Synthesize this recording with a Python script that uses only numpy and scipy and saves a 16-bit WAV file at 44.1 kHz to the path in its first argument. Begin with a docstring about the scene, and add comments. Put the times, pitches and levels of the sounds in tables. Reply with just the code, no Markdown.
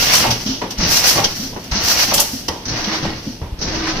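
"""A carton machine draws in one cardboard sheet per cycle in a factory hall. Each feed opens with a thump and a
rush of suction air. The sheet rubs through the rollers, knocks on the stops, snaps free and the board flexes
with a thud; the feeder clacks back. Frame and panels ring along. Drives rumble throughout. The listener walks
behind the control cabinet, which shades the treble."""
import sys
import numpy as np
from scipy import signal
from scipy.fft import rfft, irfft
from scipy.io import wavfile

SR = 44100
rng = np.random.default_rng(int(sys.argv[2]) if len(sys.argv) > 2 else 0)


def put_to_file(sound):
    """Save the sound as 16-bit audio at rate SR, in the file named by the first command-line argument."""
    columns = np.atleast_2d(sound).T  # one column per channel
    safe = np.clip(columns, -1, 1)
    whole_steps = np.round(safe * 32767)
    wavfile.write(sys.argv[1], SR, whole_steps.astype(np.int16))


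N = 176400
T = np.arange(N) / SR
HZ = np.maximum(np.fft.rfftfreq(N, 1 / SR), 1)

# layer levels per feed: suction_db, rub_db, hiss_db, roller_db, shudder_db, drone_db
FEEDS = [(-1, 1.5, 0, 4, -34, -9), (2.5, 2.5, 10.5, 3, -3, -17), (0, 0, 4.5, -1.5, -2, -5.5),
         (-4, 0, 0, -0.5, -1, -3.5), (-4.5, 0, -9, 1.5, 6.5, 0.5)]
SUCTION_DB, RUB_DB, HISS_DB, ROLLER_DB, SHUDDER_DB, DRONE_DB = np.transpose(FEEDS)
FIRST_FEED_S, CYCLE_S = -.158, .937
# sheet rubbing on rollers and bed: after_start_s, level_db
RUB_SHAPE = [(-.006, -43.5), (.025, -27.5), (.13, -22.5), (.24, -22), (.3, -18.5), (.35, -25.5),
             (.4, -21.5), (.48, -29.5), (.56, -36), (.75, -48.5), (.94, -40.5)]
# rub spectrum: freq_hz, level_db
RUB_COLOUR = [(150, -9), (350, -12), (560, 0), (1000, 2.5), (1500, -2), (1950, 1.5), (2400, -2.5),
              (3100, -3.5), (5500, -3), (7500, -34), (16000, -42)]
# spectrum of snapping board and air: freq_hz, level_db
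SNAP_COLOUR = [(400, 2), (1000, 0), (2300, -4.5), (3100, 9.5), (3600, 3.5), (4200, 6.5), (5800, 13),
               (6600, -1.5), (7800, -34), (16000, -25)]
# steel frame and guards: freq_hz, gain_db, t60_s
FRAME_MODES = [(580, -10, 0.64), (797, 8, 0.2), (910, 3, 0.18), (1112, -22, 0.058), (1980, 3, 0.21),
               (2173, 15.5, 0.083), (2880, -1, 0.065), (3000, 1, 0.2), (3330, 3, 0.25), (4445, 5, 0.25),
               (4900, 15, 0.14), (5450, 15, 0.05), (5450, 6, 0.2), (5890, 9, 0.27), (6700, -14, .15)]
# how far the cabinet hides the feeder: time_s, share
SHADE = [(0, 0.2), (1.3, 0.5), (2.2, 0.28), (2.5, 0.44), (2.66, 0.8), (2.95, 0.88), (3.3, 0.59), (3.6, 1),
         (4, 0.88)]
HIDDEN = np.interp(T, *np.transpose(SHADE))
# left-right likeness: freq_hz, correlation
LIKENESS = [(30, 1), (125, 0.97), (250, 0.93), (500, 0.73), (1000, 0.41), (2000, 0.064), (5000, 0.004),
            (15000, 0.059)]


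def from_db(db):
    """Decibels to gain."""
    return 10 ** (np.asarray(db) / 20)


def rms_one(x):
    """Scale to unit power."""
    return x / np.sqrt(np.mean(x ** 2) + 1e-20)


def at_hz(points):
    """Interpolate a spectrum on a log-frequency axis."""
    hz, value = np.transpose(points)
    return np.interp(np.log(HZ), np.log(hz), value)


def drift(corner_hz):
    """Low-passed random wander, unit power."""
    return rms_one(irfft(rfft(rng.standard_normal(N)) / (1 + (HZ / corner_hz) ** 2), N))


def noise(colour):
    """Coloured stereo noise, alike in the bass, diffuse in the treble."""
    mid, side = rfft(rng.standard_normal((2, N)))
    alike = np.clip(at_hz(LIKENESS), -1, 1)
    stereo = np.sqrt(1 + alike) * mid + np.sqrt(1 - alike) * side * [[1], [-1]]
    rolloff = np.minimum(1, np.minimum(colour[-1][0] / HZ, HZ / colour[0][0])) ** 3
    return rms_one(irfft(from_db(at_hz(colour)) * rolloff * stereo, N))


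def shade(full_db):
    """Gain of a source as the cabinet comes between."""
    return from_db(full_db * HIDDEN)


def cycled(shape, levels_db):
    """Repeat one envelope at every feed."""
    after_s, db = np.transpose(shape)
    out = 0
    for feed, level_db in enumerate(levels_db):
        age = T - (FIRST_FEED_S + CYCLE_S * feed)
        active = (age > after_s[0]) * (age < after_s[-1])
        out = out + from_db(level_db + np.interp(age, after_s, db)) * active
    return out


def blow(start_s, rise_s, t60_s, tail_db=-17.5, tail_t60_s=.82):
    """Envelope: quick rise, decay, quieter hall tail."""
    age = np.maximum(T - start_s - rise_s, 0)
    decay = np.hypot(from_db(-60 * age / t60_s), from_db(tail_db - 60 * age / tail_t60_s))
    return np.clip((T - start_s) / rise_s, 0, 1) * decay


def swell(age, peak_s):
    """Envelope of a soft push, peak 1."""
    return (age / peak_s * np.exp(1 - age / peak_s)) ** 2


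def ring(x, modes):
    """Damped modes, scaled to the power of their drive."""
    out = 0
    for hz, db, t60_s in modes:
        r, w = from_db(-60 / (t60_s * SR)), 2 * np.pi * hz / SR
        out = out + signal.lfilter([0, from_db(db) * np.sin(w)], [1, -2 * r * np.cos(w), r * r], x + 1e-18)
    return rms_one(out) * np.std(x)


def reverb(x, wet_db=-8, t60_s=.24, gap_s=.012):
    """Dense stereo tail of the hall, wet only."""
    t = T[:SR]
    tail = rng.standard_normal((3, SR)) * from_db(-60 * t / t60_s) * (t > gap_s)
    tail = tail[:2] * 0.3 + tail[2]
    tail /= np.sqrt(np.sum(tail[0] ** 2))
    return from_db(wet_db) * signal.fftconvolve(x.mean(axis=0)[None], tail, axes=1)[:, :N]


def panel_echoes(x, count=4, echo_db=-9, longest_s=.022):
    """Echoes off nearby steel panels ripple the treble, differently at each ear."""
    lags_s = longest_s * rng.uniform(.1, 1, (count, 2, 1))
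    echoes = sum(np.exp(-2j * np.pi * HZ * lag) for lag in lags_s) / np.sqrt(count)
    gain = from_db(echo_db) * (1 - np.clip(at_hz(LIKENESS), 0, 1))
    return irfft(rfft(x) * (1 + gain * echoes) / np.sqrt(1 + gain ** 2), N)


def hall(rumble_db=-31.5, waver_db=2, throb_db=.5):
    """Hall rumble and drive tones that waver in level."""
    # drive tones: pitch_hz, level_db
    tones = [(37.7, -51), (113, -46), (300, -64)]
    # rumble spectrum: freq_hz, level_db
    colour = [(20, -29), (38, 2.5), (70, -2), (120, -5.5), (170, -1.5), (260, -1), (400, -11), (500, -12.5),
              (620, -11), (980, -18.5), (1250, -36), (3000, -17), (5500, -30), (7500, -32), (14000, -29),
              (16000, -63)]
    hum = 0
    for hz, db in tones:
        amplitude = np.sqrt(2) * from_db(db + waver_db * drift(7.9))
        hum = hum + amplitude * np.sin(2 * np.pi * (hz * T + rng.random()))
    return hum + noise(colour) * from_db(rumble_db + throb_db * drift(17)) * shade(-8.5)


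def rollers():
    """Loaded rollers rumble with each feed."""
    # envelope: after_start_s, level_db
    shape = [(-.01, -46), (.03, -28.5), (.1, -26.5), (.2, -34.5), (.31, -35.5), (.4, -26), (.48, -28.5),
             (.58, -42), (.8, -41)]
    # spectrum: freq_hz, level_db
    colour = [(20, 15.5), (36, -11), (60, 3.5), (90, 5.5), (130, 6), (200, 4.5), (310, 2), (430, 0.5),
              (800, -7), (3000, -59)]
    return noise(colour) * cycled(shape, ROLLER_DB)


def shudder():
    """The frame shudders after each feed."""
    # envelope: after_start_s, level_db
    shape = [(-.01, -54), (.03, -36), (.15, -39), (.28, -41), (.5, -61)]
    # spectrum: freq_hz, level_db
    colour = [(15, -32), (28, 6), (37, 10), (50, 12), (70, 15), (120, -46)]
    return noise(colour) * cycled(shape, SHUDDER_DB)


def cabinet_drone():
    """Cabinet panels, heard from close by, drone with the sheet."""
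    # panels: freq_hz, gain_db, t60_s
    modes = [(229, -4, 0.12), (319.3, 9, 0.21), (373, -7, 0.26), (558, -12.5, 0.066), (1005, -10.5, 0.042),
             (1244, -9, 0.054), (1533, -7, 0.074), (1750, -11, 0.045)]
    drive = noise(RUB_COLOUR) * cycled(RUB_SHAPE, RUB_DB + DRONE_DB) * HIDDEN
    return ring(drive, modes) * shade(-5)


def thumps(body_db=-10, skirt_db=-7):
    """Low pushes of the feeder: brief tones with rumble around their pitch."""
    # start_s, level_db, pitch_hz, peak_s
    pushes = [(0.277, -19.5, 119.5, 0.024), (0.779, -16, 50.5, 0.012), (.785, -19, 208, 0.0093),
              (.822, -16.5, 167, 0.013), (.855, -20, 72, 0.013), (1.204, -18, 122, 0.0051),
              (1.708, -19, 50, 0.017), (1.715, -21.5, 150, 0.01), (1.744, -21, 203, 0.013),
              (2.486, -25.5, 78, 0.015), (2.656, -22, 67.4, 0.0093), (2.709, -14.5, 143, 0.0053),
              (2.867, -19, 214, 0.011), (3.024, -16.5, 150, 0.0122), (3.055, -19, 200, 0.0071),
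              (3.414, -19, 77, 0.016), (3.467, -23, 65, 0.012), (3.519, -20, 58, 0.013),
              (3.591, -20, 49.3, 0.007), (3.647, -27, 180, 0.01), (3.755, -20.5, 215, 0.013)]
    out = 0
    for start_s, db, hz, peak_s in pushes:
        age = np.maximum(T - start_s, 0)
        body = from_db(body_db) * noise([(hz / 2, skirt_db), (hz, 0), (hz * 2, skirt_db)])
        out = out + from_db(db) * swell(age, peak_s) * (np.sin(2 * np.pi * hz * age) + body)
    return out + reverb(out)


def clacks(rise_s=.0052, strike_t60_s=.045, linkage_db=-9.5):
    """Return stroke: a dull clack; the linkage rings when it lands hard."""
    # start_s, level_db, t60_s, hardness_db
    strokes = [(.615, -20.5, 0.37, 6.5), (1.526, -34, 0.45, -12), (1.559, -24, 0.17, -9),
               (2.483, -22.5, 0.48, 12), (3.412, -31, 0.58, -15)]
    # clack spectrum: freq_hz, level_db
    colour = [(150, -0.5), (330, 2.5), (480, 2), (700, -5.5), (950, 3), (1130, -6.5), (1350, -10.5),
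              (3000, -16.5)]
    # linkage: freq_hz, gain_db, t60_s
    modes = [(973, 5, 0.1), (1130, 15, 0.08), (1855, 8, 0.22), (1970, 5, 0.16), (2900, -6, 0.12),
             (3070, -7, 0.13)]
    power, strike = 0, 0
    for start_s, db, t60_s, hardness_db in strokes:
        age = np.maximum(T - start_s, 0)
        power += (from_db(db) * blow(start_s, rise_s, t60_s, tail_db=-17, tail_t60_s=.4)) ** 2
        strike += from_db(db + hardness_db - 60 * age / strike_t60_s) * (T > start_s)
    linkage = rms_one(ring(strike * rng.standard_normal((2, N)), modes)) * np.sqrt(power.mean())
    return np.sqrt(power) * noise(colour) + from_db(linkage_db) * linkage


def flexes(body_db=-9, glide_hz_per_s=550, swish_t60_s=.59):
    """The board flexes: a hollow thud rising in pitch, a swish as it scrapes."""
    # start_s, level_db, pitch_hz, peak_s, swish_db
    bends = [(0.458, -18, 204, 0.0074, -3.5), (0.483, -16.5, 242.6, 0.013, -8.5),
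             (1.391, -20.5, 203, 0.0076, -10), (1.42, -26.5, 249, 0.015, -18),
             (2.331, -17.5, 241, .008, -19), (3.266, -15, 219, 0.0082, -25),
             (3.291, -39, 239, .007, -25)]
    # thud spectrum: freq_hz, level_db
    colour = [(110, 2), (170, -4), (290, 2.5), (350, -20), (600, -19), (1200, -59)]
    body = from_db(body_db) * noise(colour)
    thud, swish = 0, 0
    for start_s, db, hz, peak_s, swish_db in bends:
        age = np.maximum(T - start_s, 0)
        tone = np.sin(2 * np.pi * (hz + glide_hz_per_s * age / 2) * age)
        thud = thud + from_db(db) * swell(age, peak_s) * (tone + body)
        swish = np.hypot(swish, from_db(db + swish_db) * blow(start_s, peak_s, swish_t60_s))
    return thud + reverb(thud) + swish * noise(SNAP_COLOUR)


def contacts(events, rise_s):
    """Envelope of the sheet's contacts, summed in power."""
    return np.sqrt(sum((from_db(db) * blow(start_s, rise_s, t60_s, tail_db=-6.5, tail_t60_s=.36)) ** 2
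                       for start_s, db, t60_s in events))


def knocks(frame_db=-11.5):
    """The sheet knocks on the stops and sets the frame ringing."""
    # start_s, level_db, t60_s
    hits = [(0.241, -16, 0.27), (1.152, -19, 0.091), (1.175, -13, 0.13), (2.11, -19, 0.16),
            (2.185, -19.5, 0.16), (3.043, -23, 0.051), (3.985, -30, .15)]
    # spectrum: freq_hz, level_db
    colour = [(100, -24), (300, -3), (460, -5.5), (565, 9), (690, -0.5), (785, 10.5), (845, 9), (912, 10),
              (1010, -5), (1110, 6), (1300, -7), (2000, -29), (6000, -38)]
    knock = contacts(hits, rise_s=.011) * noise(colour)
    return knock + from_db(frame_db) * ring(knock, FRAME_MODES)


def snaps(rise_s=.0079):
    """Sharp cracks of board and air, each with its own share of sizzle."""
    # start_s, level_db, treble_db, t60_s
    cracks = [(.117, -28, 5, 0.055), (0.131, -15, 2, 0.043), (0.147, -15.5, -1, 0.43),
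              (0.302, -12.5, -15, 0.17), (0.702, -22.5, -12, 0.13), (1.065, -17, 1, 0.48),
              (1.238, -8, -21, 0.096), (1.635, -34, -9, 0.11), (2.134, -14.5, 2, 0.21),
              (2.173, -11, -10, 0.19), (2.194, -13.5, 3.5, 0.13), (2.48, -13, -16, 0.036),
              (2.839, -19.5, -38, 0.07)]
    # sizzle spectrum: freq_hz, level_db
    sizzle_colour = [(2500, -41), (5000, -26), (6000, 7.5), (7500, 3), (9500, 1), (13000, 3.5), (15000, 0),
                     (16000, -24)]
    body, sizzle = 0, 0
    for start_s, db, treble_db, t60_s in cracks:
        envelope = from_db(db) * blow(start_s, rise_s, t60_s)
        body = np.hypot(body, envelope)
        sizzle = np.hypot(sizzle, envelope * from_db(treble_db))
    return body * noise(SNAP_COLOUR) + sizzle * noise(sizzle_colour)


def catches(grain_db=3, grain_hz=350):
    """The board catches in the rollers with short grainy rasps."""
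    # start_s, level_db, t60_s
    rasps = [(0.131, -17, .12), (0.223, -17.5, 0.098), (.615, -25.5, .09), (.797, -23.5, .14),
             (1.16, -32, .06), (1.716, -21, 0.17), (1.845, -24, .05), (2.114, -27, .05),
             (2.912, -32, 0.017), (2.942, -22, 0.18), (3.05, -24.5, .07), (3.87, -21, .1)]
    # spectrum: freq_hz, level_db
    colour = [(500, -9), (1000, 8.5), (1520, 4), (1900, 3), (2400, 3), (2900, -6), (3600, 0), (6000, -10),
              (8000, -18), (15000, -32)]
    return contacts(rasps, rise_s=.0045) * rms_one(noise(colour) * from_db(grain_db * drift(grain_hz)))


def crackle(colour, per_s, spread_db):
    """Tiny slips of the board's fibres, random in time and size."""
    sizes = from_db(spread_db * np.minimum(rng.exponential(1, (2, N)), 4))
    signs = rng.choice([-1, 1], (2, N))
    slips = sizes * signs * (rng.random((2, N)) < per_s / SR)
    return rms_one(irfft(rfft(slips) * from_db(at_hz(colour)), N))


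def slaps(per_s=70, spread_db=1.5):
    """The sliding sheet slaps the bed and rings, differently at each ear."""
    # board: freq_hz, level_db, t60_s
    modes = [(660, 2.5, 0.031), (910, 0, 0.027), (1372, -0.5, 0.033), (1909, 0.5, 0.02), (2288, 1.5, 0.035),
             (2850, 3.5, 0.016), (4420, 4, .012)]
    sizes = from_db(spread_db * np.minimum(rng.exponential(1, N), 2.5))
    hits = sizes * (rng.random(N) < per_s / SR)
    out = 0
    for hz, db, t60_s in modes:
        drive = hits * (rng.standard_normal((2, N)) + rng.standard_normal(N))
        out = out + from_db(db) * rms_one(ring(drive, [(hz, 0, t60_s)]))
    return rms_one(out)


def sheet_echo(x, first_delay_s=.0046, slope_s_per_s=-.001967, echo_db=-9):
    """The advancing sheet reflects its own rubbing; ripples glide through the spectrum."""
    delay_s = first_delay_s + slope_s_per_s * ((T - FIRST_FEED_S) % CYCLE_S)
    echo = np.array([np.interp(T - delay_s, T, ear) for ear in x])
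    gain = from_db(echo_db)
    return (x + gain * echo) / np.hypot(1, gain)


def sheet_hiss(grit_db=-7):
    """Bright hiss and ticking fibres as the sheet gathers speed."""
    # envelope: after_start_s, level_db
    shape = [(0, -39), (.06, -42.5), (.135, -15), (.21, -14.5), (.25, -19.5), (.31, -14), (.37, -22.5),
             (.44, -31), (.52, -34), (.62, -27), (.8, -44.5), (.937, -43)]
    # spectrum: freq_hz, level_db
    colour = [(2000, -42), (5000, -1), (6800, 3), (8000, -4.5), (9500, -5), (11000, -3.5), (13000, 0),
              (15000, 0), (16000, -31)]
    grit = from_db(grit_db) * crackle(colour, per_s=1200, spread_db=1.5)
    return rms_one(noise(colour) + grit) * cycled(shape, HISS_DB) * shade(-36)


def sheet_rub(scrape_db=3.5, fibre_db=-27, slap_db=-4.5):
    """The sheet rubs, scrapes and slaps over rollers and bed."""
    # sharp edge of the rub: freq_hz, level_db
    scrape_colour = [(900, -3.5), (1400, -24), (2000, -4), (2400, 3.5), (2800, 5.5), (3300, 2), (3800, -7),
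                     (5500, -25), (7500, -27)]
    scrape = from_db(scrape_db) * noise(scrape_colour)
    fibres = from_db(fibre_db) * crackle(SNAP_COLOUR, per_s=900, spread_db=3)
    clatter = from_db(slap_db) * slaps()
    friction = noise(RUB_COLOUR) * shade(-5) + (scrape + fibres) * shade(-25.5) + clatter * shade(-11.5)
    return sheet_echo(friction) * cycled(RUB_SHAPE, RUB_DB)


def suction(rise_s=.0034):
    """Air spits as the valve opens, then rushes through the cycle."""
    # rush envelope: after_start_s, level_db
    shape = [(-.004, -72), (.003, -25), (.02, -20.5), (.04, -13.5), (.09, -17.5), (.145, -12), (.195, -10),
             (.245, -15.5), (.31, -7.5), (.35, -17.5), (.385, -13.5), (.44, -25), (.56, -25), (.66, -25),
             (.79, -35.5), (.94, -38.5)]
    # air spectrum: freq_hz, level_db
    colour = [(1500, -6.5), (2400, -12), (2900, -11), (3250, -14), (3700, -8), (4250, 0), (5300, 3),
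              (5900, 5), (6450, -5.5), (7200, -27.5), (9000, -55), (16000, -31)]
    # start_s, level_db, t60_s
    spits = [(0.782, -21, 0.074), (.812, -28, 0.17), (1.712, -13, 0.094), (1.753, -33, 0.18),
             (2.653, -11.5, 0.091), (2.68, -11, 0.32), (2.765, -21.5, 0.25), (3.588, -16.5, 0.29),
             (3.612, -10.5, 0.5)]
    valve = sum(from_db(db) * blow(start_s, rise_s, t60_s) for start_s, db, t60_s in spits)
    return noise(colour) * np.hypot(cycled(shape, SUCTION_DB), valve) * shade(-13)


def feeder(flutter_db=1.23, flutter_hz=28, grain_db=1.05, grain_hz=810, frame_db=-17.5):
    """Air, rub and hiss flutter with the board; rollers, frame and cabinet sound along."""
    flutter = from_db(flutter_db * drift(flutter_hz) + grain_db * drift(grain_hz))
    air, rub, hiss = suction(), sheet_rub(), sheet_hiss()
    rumble = rollers() + shudder() + cabinet_drone()
    frame = from_db(frame_db) * ring(air + rub, FRAME_MODES)
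    return panel_echoes(flutter * (air + rub + hiss)) + frame + rumble


def scene():
    """The machine in its hall."""
    return feeder() + catches() + snaps() + knocks() + clacks() + thumps() + flexes() + hall()


def record(dry, taps=255, cutoff_hz=15700):
    """Colour left and right differently, clip the peaks, cut the top."""
    # microphone balance: freq_hz, left_minus_right_db
    balance = [(60, 1.5), (87, 0.5), (130, -2), (180, 0), (260, 1.5), (380, 0.5), (550, 1.5), (790, 0.5),
               (1140, -0.5), (1650, -0.5), (2380, -1), (3440, -5.5), (4970, -1.5), (7180, 7), (10400, -6),
               (15000, -3)]
    gains = from_db(at_hz(balance) * [[.5], [-.5]])
    response = np.roll(irfft(gains, N), taps // 2, axis=1)[:, :taps]
    coloured = signal.fftconvolve(dry, response, mode="same", axes=1)
    lowpass = signal.ellip(10, .1, 70, cutoff_hz, fs=SR, output="sos")
    return signal.sosfilt(lowpass, np.clip(coloured, -1, 1))


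dry = scene()
out = record(dry)
put_to_file(out)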